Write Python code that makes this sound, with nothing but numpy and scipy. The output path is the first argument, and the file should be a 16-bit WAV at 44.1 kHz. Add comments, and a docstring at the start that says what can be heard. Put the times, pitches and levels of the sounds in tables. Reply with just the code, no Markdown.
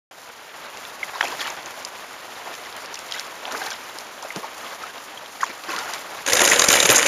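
"""A calm river, heard close and dry from a small camera on the deck of a plastic kayak.
Water ripples and fizzes along the gliding hull. Drops tick on the surface, trapped air pockets ring,
and five paddle strokes splash in, gurgle and drip. Just after six seconds the bow runs into thin ice:
the sheet snaps crack after crack, shards crunch along the sides and the hollow hull drums."""
import sys
import numpy as np
from scipy import signal
from scipy.fft import rfft, irfft
from scipy.io import wavfile
from scipy.ndimage import uniform_filter1d, minimum_filter1d

SR = 44100
rng = np.random.default_rng(int(sys.argv[2]) if len(sys.argv) > 2 else 0)


def to_wav(sig):
    """Store sig (one row per channel, or 1-D mono) as 16-bit WAV at the path in sys.argv[1].

    Samples outside -1..1 are clipped; the rate is SR.
    """
    pcm = np.clip(np.atleast_2d(sig), -1, 1) * 32767
    pcm = np.round(pcm).astype(np.int16)
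    wavfile.write(sys.argv[1], SR, pcm.T)  # frames by channels


N = 311787
TIME = np.arange(N) / SR
CRACK_S, EDGE_HZ = 0.003, 8600   # time a break takes to swell; its brittle top edge lies above this pitch

# Paddle strokes, near side and far side in turn. Each row: blade entry in seconds, catch level in dB,
# catch length in seconds, level of the closing hollow in dB, pull length in seconds, release level in dB.
PADDLE_STROKES = [(1.235, -35.5, 0.089, -41, .155, -30), (2.446, -46, 0.15, -45.5, 0.18, -46),
                  (3.508, -37.5, 0.082, -42, 0.087, -35.5), (4.597, -39.5, 0.13, -48, 0.22, -44),
                  (5.688, -33, 0.19, -39.5, .19, -35)]
# The colour of fine spray. Each row: frequency in Hz, relative level in dB.
SPRAY_SPECTRUM = [(200, -28), (1200, 3), (2500, -6), (4500, -1), (7000, 1.5), (9000, -10), (10300, -2.5),
                  (13000, -8), (15500, -13)]
# The ice sheet snapping. 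Each row: start in seconds, level in dB, pitch in Hz,
# crumbling time of the broken edge in seconds, relative level of the brittle top edge in dB.
ICE_CRACKS = [(6.262, -15, 2960, 0.0026, -7.5), (6.275, -15.5, 1900, 0.002, -2.0),
              (6.283, -15.5, 3000, 0.004, 1), (6.297, -15.5, 3000, 0.0098, -2.0),
              (6.321, -17.5, 4500, 0.0065, 0.0), (6.331, -7, 4500, 0.0076, -1.0),
              (6.351, -15.5, 4540, 0.003, -2.0), (6.367, -9.5, 3560, 0.0065, -6.0),
              (6.374, -14, 2000, 0.003, -6.0), (6.392, -10.5, 3000, 0.004, -9.0),
              (6.403, -15, 6450, 0.0085, -1), (6.415, -5, 1790, 0.0067, -7.0),
              (6.434, -18.5, 1000, 0.007, 0.0), (6.4492, -7, 3600, 0.0037, -5),
              (6.458, -13.5, 6500, 0.0036, -6), (6.474, -9, 2600, 0.005, -6.0),
              (6.487, -14.0, 6400, 0.003, -11), (6.497, -12.5, 6200, 0.003, -11),
              (6.512, -11, 1800, 0.018, -11), (6.531, -10, 1900, 0.0055, -7),
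              (6.54, -13.5, 2400, 0.0062, -2), (6.559, -12.5, 3600, 0.0025, -8),
              (6.593, -6, 4300, 0.0073, -3), (6.6173, -7, 4070, 0.0044, -5.0),
              (6.638, -12.5, 3500, 0.011, 4.0), (6.657, -18.5, 7100, 0.002, -8.0),
              (6.684, -3, 4640, 0.0078, -2), (6.701, -6, 2970, 0.009, -1), (6.715, -14, 3200, 0.007, 0.0),
              (6.726, -9.5, 4230, 0.0083, 1), (6.737, -22, 3000, 0.005, 3.0), (6.752, -14, 1650, 0.01, -3),
              (6.767, -13.5, 3500, 0.0062, 3), (6.786, -14.5, 1500, 0.005, -2.0),
              (6.8, -5, 3400, 0.0027, -10), (6.8253, -9, 2590, 0.011, -8.0), (6.851, -6.5, 3040, 0.011, -9),
              (6.889, -7, 3040, 0.0085, -4), (6.899, -10, 3000, 0.0078, 3), (6.908, -16, 2000, 0.0087, 14),
              (6.916, -12.0, 2380, 0.0082, 4), (6.9468, -10.5, 2600, 0.003, -2.0),
              (6.958, -8, 6540, 0.004, 0), (6.963, -11, 6500, 0.0056, 2.0), (6.979, -13.5, 6800, 0.004, -4),
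              (6.985, -11.5, 1900, 0.011, -1.0), (7.026, -12.5, 3300, 0.005, 0.0),
              (7.06, -8.5, 2440, 0.012, -11)]


def from_db(db):
    """Decibels to gain."""
    return 10 ** (np.asarray(db) / 20)


def unit_rms(x):
    """Scale to unit power."""
    return x / np.sqrt(np.mean(x ** 2) + 1e-20)


def in_time(rows):
    """Join rows of seconds and value into a curve over the whole scene."""
    return np.interp(TIME, *np.transpose(rows))


def add(out, s, sound):
    """Mix a short sound in at s seconds."""
    room = out[int(s * SR):][:len(sound)]
    room += sound[:len(room)]


def drift(rate_hz):
    """A smooth random wander of unit power, mostly slower than rate_hz."""
    step, settle = 40, 2000
    pole = np.exp(-2 * np.pi * rate_hz * step / SR)
    noise = rng.standard_normal(N // step + settle + 2)
    slow = signal.lfilter([1], [1, -2 * pole, pole * pole], noise)[settle:]
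    return np.interp(np.arange(N) / step, np.arange(len(slow)), unit_rms(slow))


def cut(x, hz, kind, order=2):
    """Butterworth filter."""
    return signal.sosfilt(signal.butter(order, np.minimum(hz, SR / 2 - 1), kind, fs=SR, output="sos"), x)


def resonate(x, hz, width_hz):
    """A resonance with gain 1 at its peak."""
    r = np.exp(-np.pi * width_hz / SR)
    feedback = [1, -2 * r * np.cos(2 * np.pi * hz / SR), r * r]
    return signal.lfilter(np.array([1, 0, -1]) * (1 - r * r) / 2, feedback, x + 1e-18)


def colour(x, spectrum, size=4096):
    """Minimum-phase filter with the given spectrum; white noise keeps its power."""
    hz, db = np.transpose(spectrum)
    grid = np.log(np.fft.rfftfreq(size, 1 / SR) + 1)
    cepstrum = irfft(np.log(from_db(np.interp(grid, np.log(hz), db))))
    cepstrum[1:size // 2] *= 2
    cepstrum[size // 2 + 1:] = 0
    response = irfft(np.exp(rfft(cepstrum)))
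    return signal.fftconvolve(x, response / np.linalg.norm(response))[:N]


def grains(per_s, spread_db):
    """Random clicks, many small and a few large."""
    sizes = from_db(spread_db * np.minimum(rng.exponential(1, N), 4.5)) * rng.choice([-1, 1], N)
    return unit_rms(sizes * (rng.random(N) < per_s / SR))


def pings(per_s, spread_db, q, top_hz=7000, count=28):
    """A swarm of bubbles or ice plates, each ringing briefly at the pitch of its size."""
    clicks, size_class = grains(per_s, spread_db), rng.integers(0, count, N)
    pitches = np.geomspace(250, top_hz, count)
    return unit_rms(sum(resonate(clicks * (size_class == k), hz, hz / q) for k, hz in enumerate(pitches)))


def blip(hz, glide, ring_s):
    """A sine that builds within a cycle, holds and dies; at first it glides by `glide` octaves a ring_s."""
    age = np.arange(int(4 * ring_s * SR)) / SR / ring_s
    turns = np.cumsum(hz * 2 ** (glide * np.minimum(age, 2))) / SR
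    onset = 1 - np.exp(-(turns / 0.56) ** 2)
    decay = np.exp(-(age / 3) ** 4) / (1 + age ** 2.8)
    return np.sin(2 * np.pi * turns) * onset * decay


def hull_wash(wake_db=-39, wake_s=0.12):
    """Water runs along the hull with small bubbles and a fine fizz; it rises in each stroke's wake."""
    # The wash of the gliding hull. Each row: time in seconds, level in dB.
    glide_levels = [(0.2, -45.5), (0.85, -39), (1.8, -39), (2.35, -40.5), (2.75, -39), (3.3, -39.5),
                    (3.9, -39.5), (4.15, -40.5), (4.5, -40), (5.2, -40.5), (6.1, -37.5)]
    # The colour of rippling water. Each row: frequency in Hz, relative level in dB.
    ripple_spectrum = [(18, -58), (30, -26), (70, -17), (300, -8.5), (596, -2.5), (919, -0.5), (1320, -2.5),
                       (2450, -6.5), (3220, -8), (4640, -12.5), (7000, -23), (9100, -26), (15400, -120)]
    power = from_db(in_time(glide_levels)) ** 2
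    first_catch_db = PADDLE_STROKES[0][1]
    for s, catch_db, *_ in PADDLE_STROKES:
        age = np.maximum(TIME - s, 0) / wake_s
        wake = from_db(wake_db + 0.67 * (catch_db - first_catch_db))   # harder stroke, bigger wake
        power += (wake * age * np.exp(1 - age)) ** 2
    water_db = 10 * np.log10(power)
    wash = 0.9 * rng.standard_normal(N) + 0.44 * pings(per_s=2500, spread_db=2, q=10.5)
    ripple = cut(colour(wash, ripple_spectrum), 4230, "low", order=1)
    ripple *= from_db(water_db + 1 + 1.54 * drift(21))
    droplets = 0.5 * grains(per_s=1600, spread_db=4.5) + 0.74 * rng.standard_normal(N)
    fizz = colour(droplets, SPRAY_SPECTRUM) * from_db(water_db - 4.5 + 1.9 * drift(21))
    return ripple + fizz


def wet_tick(hz, width):
    """A drop slaps down with a short tick, broad or ringing, scaled to a peak of 1."""
    t = np.arange(SR // 40) / SR
    envelope = (1 - np.exp(-t / 0.0003)) * (np.exp(-t / 0.0011) + 0.06 * np.exp(-t / 0.008))
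    slap = rng.standard_normal(len(t)) * envelope
    tick = cut(resonate(slap, hz, width * hz), 0.25 * hz, "high")
    tick = cut(tick, (0.61 + width) * hz, "low")   # water softens the contact
    return tick / np.abs(tick).max()


def plop(hz, glide, splatter_db=-21):
    """An air pocket rings, longer when it is large and low, inside a short wet splatter."""
    ring_s = 0.0073 * (1000 / hz) ** 0.34
    tone = blip(hz, glide, ring_s)
    age = np.arange(len(tone)) / SR / ring_s
    band = resonate(rng.standard_normal(SR // 4), hz, 0.8 * hz)
    splatter = unit_rms(cut(band, 1.4 * hz, "low", order=3))[:len(tone)]
    swell = age * np.exp(1 - age) * np.exp(-(age / 3) ** 4)
    return tone + from_db(splatter_db) * splatter * swell


def drips(per_stroke=4, drip_for_s=0.47, drip_db=-27.5, drip_hz=4500):
    """Drops slap and trap air; after each stroke the raised blade sheds a few more."""
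    # The loudest slaps of water on blade and deck. Each row: start in seconds, level in dB,
    # pitch in Hz, bandwidth as a share of the pitch.
    slaps = [(0.772, -24.5, 5000, .8), (0.851, -21.5, 3040, .45), (1.2083, -4, 1320, 0.52),
             (1.2102, -9.5, 2110, 0.71), (1.2108, -11, 3230, 1.2), (1.2275, -11, 1450, 0.75),
             (1.252, -16, 2650, 0.33), (1.2815, -22, 7000, .25), (1.299, -27, 3300, 0.57),
             (1.319, -25, 4600, 0.37), (1.3235, -25, 3700, 1), (1.415, -16, 2820, 0.35),
             (1.463, -21, 2100, 0.64), (1.502, -20.5, 6200, 0.16), (1.659, -21, 6240, 0.27),
             (1.849, -14, 6750, 0.25), (2.551, -25, 6000, 0.45), (2.636, -26, 3900, .4),
             (2.765, -23.5, 7000, 1.6), (2.859, -25, 4500, .8), (2.942, -18, 6200, 0.19),
             (2.955, -20, 5500, .3), (2.990, -20.5, 6340, 0.61), (3.112, -21, 5800, 0.24),
             (3.122, -15, 4700, .5), (3.138, -20.5, 5200, .3), (3.1955, -14, 4080, 1.05),
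             (3.4535, -16, 3020, 0.27), (3.522, -20, 5500, 0.53), (3.665, -20, 4400, .4),
             (3.704, -16.5, 5560, 0.24), (3.986, -16.5, 4240, 1.15), (4.2255, -20.5, 4950, 0.8),
             (4.3605, -20, 404, 0.74), (4.3605, -17, 3500, 1.4), (5.637, -23, 3500, .4),
             (5.763, -16, 4330, 0.59), (5.788, -16.5, 4800, .6), (5.936, -13.5, 5030, 1.05)]
    # Air pockets trapped by drops and blades. Each row: start in seconds, level in dB,
    # pitch in Hz, glide in octaves per ring time.
    air_pockets = [(1.03, -19, 2200, -0.09), (1.156, -29, 940, 0.16), (1.228, -26, 3200, 0.04),
                   (1.236, -24, 1104, -0.6), (1.246, -30, 750, 0), (1.271, -28, 2420, 0.3),
                   (1.324, -28, 1120, -0.3), (2.972, -33, 2870, -0.17), (3.121, -26.5, 3430, -0.16),
                   (3.143, -30, 1940, 0.06), (3.160, -32, 1450, 0.25), (3.479, -31, 760, 0),
                   (3.513, -35, 1080, 0.37), (3.543, -26.5, 880, 0.62), (3.549, -27, 1386, 0.45),
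                   (3.617, -28.5, 794, 0), (3.651, -35, 950, 0), (3.663, -27, 860, 0.04),
                   (3.718, -28, 1550, 0), (4.228, -32, 1055, -0.17), (4.248, -29, 700, -0.38),
                   (4.304, -26.5, 2280, -0.23), (4.364, -29, 150, 0.41), (4.442, -27, 850, 0.08),
                   (4.836, -27, 1350, -0.07), (5.174, -31, 3080, 0.1), (5.407, -27, 1770, 0.2),
                   (5.4224, -27, 1484, 0.1), (5.431, -13.5, 1214, -0.23), (5.4321, -20.5, 1330, 0.46),
                   (5.685, -32, 375, -0.15), (5.691, -27, 1700, -0.24), (5.737, -26, 1060, -0.15),
                   (5.782, -25.5, 1370, 0.04)]
    out, blade_drops = np.zeros(N), []
    for s, *_, pull_s, _ in PADDLE_STROKES:
        for when, size in rng.random((per_stroke, 2)):
            blade_drops.append((s + pull_s + when * drip_for_s, drip_db, drip_hz * 2 ** (0.5 - size), 0.4))
    for s, db, hz, glide in air_pockets:
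        add(out, s, from_db(db + 3.5) * plop(hz, glide))
    for s, db, hz, width in slaps + blade_drops:
        add(out, s, from_db(db - 0.2) * wet_tick(hz, width))
    return cut(out, 105, "high")


def blade_splashes(catch_hz=1046, hollow_hz=339, release_hz=1500, spray_db=-12.5):
    """Three splash rows a stroke: the blade gulps in, its hollow closes low, it lifts out brighter."""
    hollow_s, release_s = 0.079, 0.1
    rows = []
    for s, catch_db, catch_s, hollow_db, pull_s, release_db in PADDLE_STROKES:
        rows += [(s, catch_db, catch_s, catch_hz, spray_db),
                 (s, hollow_db, hollow_s, hollow_hz, spray_db),
                 (s + pull_s, release_db, release_s, release_hz, spray_db)]
    return rows


def splashes(bubble_count=70):
    """Each splash swells and sinks: froth, flying spray and bubbles that chirp upward as they surface."""
    # Water surging round the blade and lapping at the hull. 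Each row: start in seconds, level in dB,
    # length in seconds, gurgle pitch in Hz, relative spray level in dB.
    sloshes = [(1.133, -33, 0.072, 954, -13), (1.226, -33, 0.024, 645, -22), (1.24, -35, 0.029, 2700, -18),
               (1.3, -44, 0.027, 210, -25), (1.404, -29, 0.015, 2680, -11), (1.47, -37, 0.019, 1500, -3),
               (2.458, -38, 0.052, 676, -31), (2.532, -39, 0.028, 2290, -23),
               (2.658, -36.5, 0.013, 2190, -16), (2.795, -46, 0.044, 1500, -12),
               (3.131, -36.5, 0.11, 2300, -6.5), (3.429, -36, 0.23, 690, -15.5),
               (3.66, -41, 0.014, 1500, -3), (3.705, -35.5, 0.053, 2900, -22),
               (4.228, -37, 0.037, 990, -11), (4.365, -35, 0.044, 400, -7.5), (4.424, -37, 0.052, 700, -24),
               (5.409, -35.5, 0.054, 4500, -8), (5.462, -36, 0.056, 1500, -15),
               (5.491, -36.5, 0.018, 230, -21), (5.68, -35, 0.054, 1270, -25)]
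    out, t = np.zeros(N), np.arange(SR // 2) / SR
    froth = pings(per_s=2000, spread_db=2.5, q=24) * from_db(0.9 * drift(89))
    spray = colour(grains(per_s=2500, spread_db=2.7), SPRAY_SPECTRUM) * from_db(2.8 * drift(70))
    for s, db, length_s, hz, spray_db in blade_splashes() + sloshes:
        part = slice(int(s * SR), int(s * SR) + len(t))
        gurgle = unit_rms(cut(resonate(froth[part], hz, 0.83 * hz), 310, "high", order=3))
        chirps = np.zeros(len(t))
        for when, size, strength, rise in rng.random((bubble_count, 4)):
            pitch = hz * 2 ** (1.8 * size - 0.8)
            add(chirps, when * t[-1], (0.5 + strength) * blip(pitch, 0.16 * rise, ring_s=6.5 / pitch))
        age = t / length_s
        swell = (1 - np.exp(-63 * age)) / (1 + age ** 6.1)
        water = 0.85 * gurgle + 0.52 * unit_rms(chirps) + from_db(spray_db) * spray[part]
        add(out, s, from_db(db) * swell * water)
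    return out


def snaps(gap_s=0.008):
    """Yield every crack and up to two more snaps, mostly weaker, while its edge crumbles."""
    for s, db, hz, crumble_s, edge_db in ICE_CRACKS:
        yield s, db, hz, edge_db
        for k, (jitter, strength, size) in enumerate(rng.uniform(-1.3, 1, (2, 3)), start=1):
            if gap_s * k < crumble_s:
                snap_s = s + gap_s * (k + 0.26 * jitter)
                yield snap_s, db - 4.5 + 4 * strength, hz * 2 ** (0.5 * size), edge_db


def fractures(overload_hz=13000):
    """A crack is a tight burst of tiny breaks; the piece that snaps sets its pitch and brittleness."""
    body, edge, overload_hiss = np.zeros((3, N))
    t = np.arange(SR // 30) / SR
    age = t / CRACK_S
    swell = np.exp(-((age - 1.05) / 0.9) ** 2) + 0.02 * (1 - np.exp(-age)) * np.exp(-t / 0.006)
    noise = rng.standard_normal(N + SR)
    for s, db, hz, edge_db in snaps():
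        breaks = noise[int(s * SR):][:len(t)]
        burst = from_db(db) * swell * (0.4 * breaks + 0.95 * resonate(breaks, hz, 0.48 * hz))
        add(body, s, burst)
        add(edge, s, from_db(edge_db) * burst)
        # the loudest cracks overload the recorder, adding a brief high hiss
        add(overload_hiss, s, from_db(2 * db + edge_db - 2) * swell)
    snap = cut(body, EDGE_HZ, "low", order=3) + cut(edge, EDGE_HZ, "high", order=3)
    snap += cut(overload_hiss * rng.standard_normal(N), overload_hz, "high", order=3)
    # bending waves in the sheet carry the treble faster, so the lows arrive late
    out = cut(snap, 2930, "high")
    add(out, 0.00094, cut(snap, 2500, "low"))
    return out


def crumbling():
    """Strength of the shards a crack sheds: it rises with the break, holds as the edge crumbles, drops."""
    power, t = np.zeros(N), np.arange(SR // 5) / SR
    for s, db, _, crumble_s, _ in ICE_CRACKS:
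        shed = np.minimum(t / CRACK_S, 1) / (1 + (t / crumble_s) ** 4)
        add(power, s, (from_db(0.5 * db - 12) * shed) ** 2)   # bigger cracks shed more
    return np.sqrt(power)


def deck_ring(x, weak_count=48):
    """Sound carried through the plastic deck picks up a few strong modes and many weak, close ones."""
    # The strong modes of the deck. Each row: frequency in Hz, relative level in dB.
    deck_modes = [(1368, -10), (1460, -12), (1644, -12), (2338, -5), (3741, -14), (3870, -7), (5055, -5),
                  (5860, -8), (6196, -11), (6493, -1), (6936, -2), (7031, -1), (7104, 2), (7221, 8),
                  (7348, 1)]
    detune, polarity = rng.random((weak_count, 2)).T
    pitches = np.geomspace(1000, 11000, weak_count) * (1 + 0.022 * detune)
    weak = sum(resonate(x, hz, 30 + hz / 300) * sign for hz, sign in zip(pitches, np.sign(polarity - 0.5)))
    strong = sum(resonate(x, hz, width_hz=31) * from_db(db + 2) for hz, db in deck_modes)
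    return x + 0.18 * weak + strong


def hull_drum(crush, crumble, cracks, grind):
    """The hollow hull booms as shards, cracks and grinding shake it and floes knock against it."""
    # The modes of the hull shell. Each row: frequency in Hz, width in Hz, relative level in dB.
    hull_modes = [(117, 38, -15.5), (290, 70, -9.5), (363, 45, -4.5), (481, 77, 4.5), (548, 30, 1)]
    # Floes striking the hull. Each row: start in seconds, level in dB, pitch in Hz, ring in seconds.
    floe_knocks = [(6.33, -22.5, 506, 0.039), (6.415, -21.5, 371, 0.031), (6.432, -23, 555, 0.014),
                   (6.515, -28, 545, 0.025), (6.597, -22, 504, .012), (6.683, -8, 60, 0.005),
                   (6.686, -14, 200, 0.004), (6.84, -26, 176, 0.016), (6.894, -8.5, 378, 0.0066),
                   (6.896, -27.5, 123, 0.023)]
    load = np.hypot(crush * from_db(-9), crumble * from_db(-10))
    push = grains(per_s=2500, spread_db=2.5) * load + 0.27 * cracks + from_db(-6.5) * grind
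    drum = sum(resonate(push, hz, width) * from_db(db + 18) for hz, width, db in hull_modes)
    for s, db, hz, ring_s in floe_knocks:
        add(drum, s, from_db(db) * blip(hz, 0, ring_s))
    return drum


def splinters(rise_s=0.0038):
    """Tiny slivers break off the edge with a short, glassy tinkle."""
    # Slivers of ice. Each row: start in seconds, level in dB, pitch in Hz.
    slivers = [(6.336, -25, 12000), (6.435, -22, 11400), (6.716, -26, 12800), (6.862, -24, 10900),
               (6.9215, -22, 11600)]
    out, age = np.zeros(N), np.arange(SR // 20) / SR / rise_s
    grit = grains(per_s=10000, spread_db=4.5)
    for s, db, hz in slivers:
        ring = resonate(grit[int(s * SR):][:len(age)], hz, 0.1 * hz)
        tinkle = unit_rms(cut(ring, EDGE_HZ, "high"))
        add(out, s, from_db(db) * tinkle * age * np.exp(1 - age))
    return out


def grinding():
    """The bow rides up on a plate and grinds it under: a coarse, dull crunch that swells and stops."""
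    # Plates pushed under. Each row: start in seconds, level in dB, length in seconds, pitch in Hz.
    plates = [(6.399, -24.5, 0.044, 1400), (6.511, -23, 0.033, 1760), (6.894, -23, 0.038, 1190)]
    out, t = np.zeros(N), np.arange(SR // 8) / SR
    grit = grains(per_s=3000, spread_db=3)
    for s, db, length_s, hz in plates:
        age = t / length_s
        band = resonate(grit[int(s * SR):][:len(t)], hz, width_hz=hz)
        scrape = unit_rms(cut(band, 2 * hz, "low"))
        add(out, s, from_db(db) * scrape * (1 - np.exp(-10 * age)) / (1 + age ** 6))
    return out


def breaking_ice(contact_s=6.262):
    """The bow breaks the sheet: cracks, crunching shards and clinking plates ring through the boat."""
    # Shards crushed steadily along the bow. Each row: time in seconds, level in dB.
    crush_levels = [(6.27, -26), (6.42, -21), (6.58, -20.5), (6.67, -24), (6.74, -18.5), (6.815, -21),
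                    (6.87, -23.5), (6.93, -20), (7.06, -23)]
    # The colour of breaking ice. Each row: frequency in Hz, relative level in dB.
    ice_spectrum = [(300, -13), (720, -5.5), (1100, -4), (1600, -2.5), (2100, -2), (2600, -6.5),
                    (3300, -2.5), (3750, -5.5), (4400, -6), (5700, -4.5), (6550, 3), (7300, -4.5),
                    (8850, -7), (10200, -4), (15000, -22)]
    crush = from_db(in_time(crush_levels)) * np.clip((TIME - contact_s) / 0.013, 0, 1)
    crumble = crumbling()
    shards = grains(per_s=3000, spread_db=2.6) * from_db(-3.3 + 1.5 * drift(120))
    clinks = pings(per_s=1800, spread_db=2.5, q=11, top_hz=2886, count=20) * from_db(-5)
    debris = (shards + clinks) * np.hypot(crush, crumble)
    cracks, grind = fractures(), grinding()
    crunch = deck_ring(colour(cracks + debris, ice_spectrum))
    drum = hull_drum(crush, crumble, cracks, grind)
    return cut(crunch, 230, "high", order=1) + grind + drum + splinters()


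def scene():
    """Open water, in mono from the deck: everything is close and dry."""
    return (hull_wash() + splashes() + drips() + breaking_ice())[None]


def limiter(x, ceiling=0.74, window=10):
    """The gain ducks for a moment around any peak above the ceiling."""
    gain = ceiling / np.maximum(np.abs(x), ceiling)
    return x * uniform_filter1d(minimum_filter1d(gain, window), window)


def record(dry, start_s=0.11, notch_hz=(7570, 8330), cutoff_hz=15350):
    """The camera's microphone opens; its sound has a deep notch, limited peaks and a steeply cut top."""
    sound = dry * np.clip((TIME - start_s) / 0.0018, 0, 1)
    sound = limiter(cut(sound, notch_hz, "bandstop", order=3))
    return signal.sosfilt(signal.ellip(10, 0.3, 80, cutoff_hz, fs=SR, output="sos"), sound)


dry = scene()
out = record(dry)
to_wav(out)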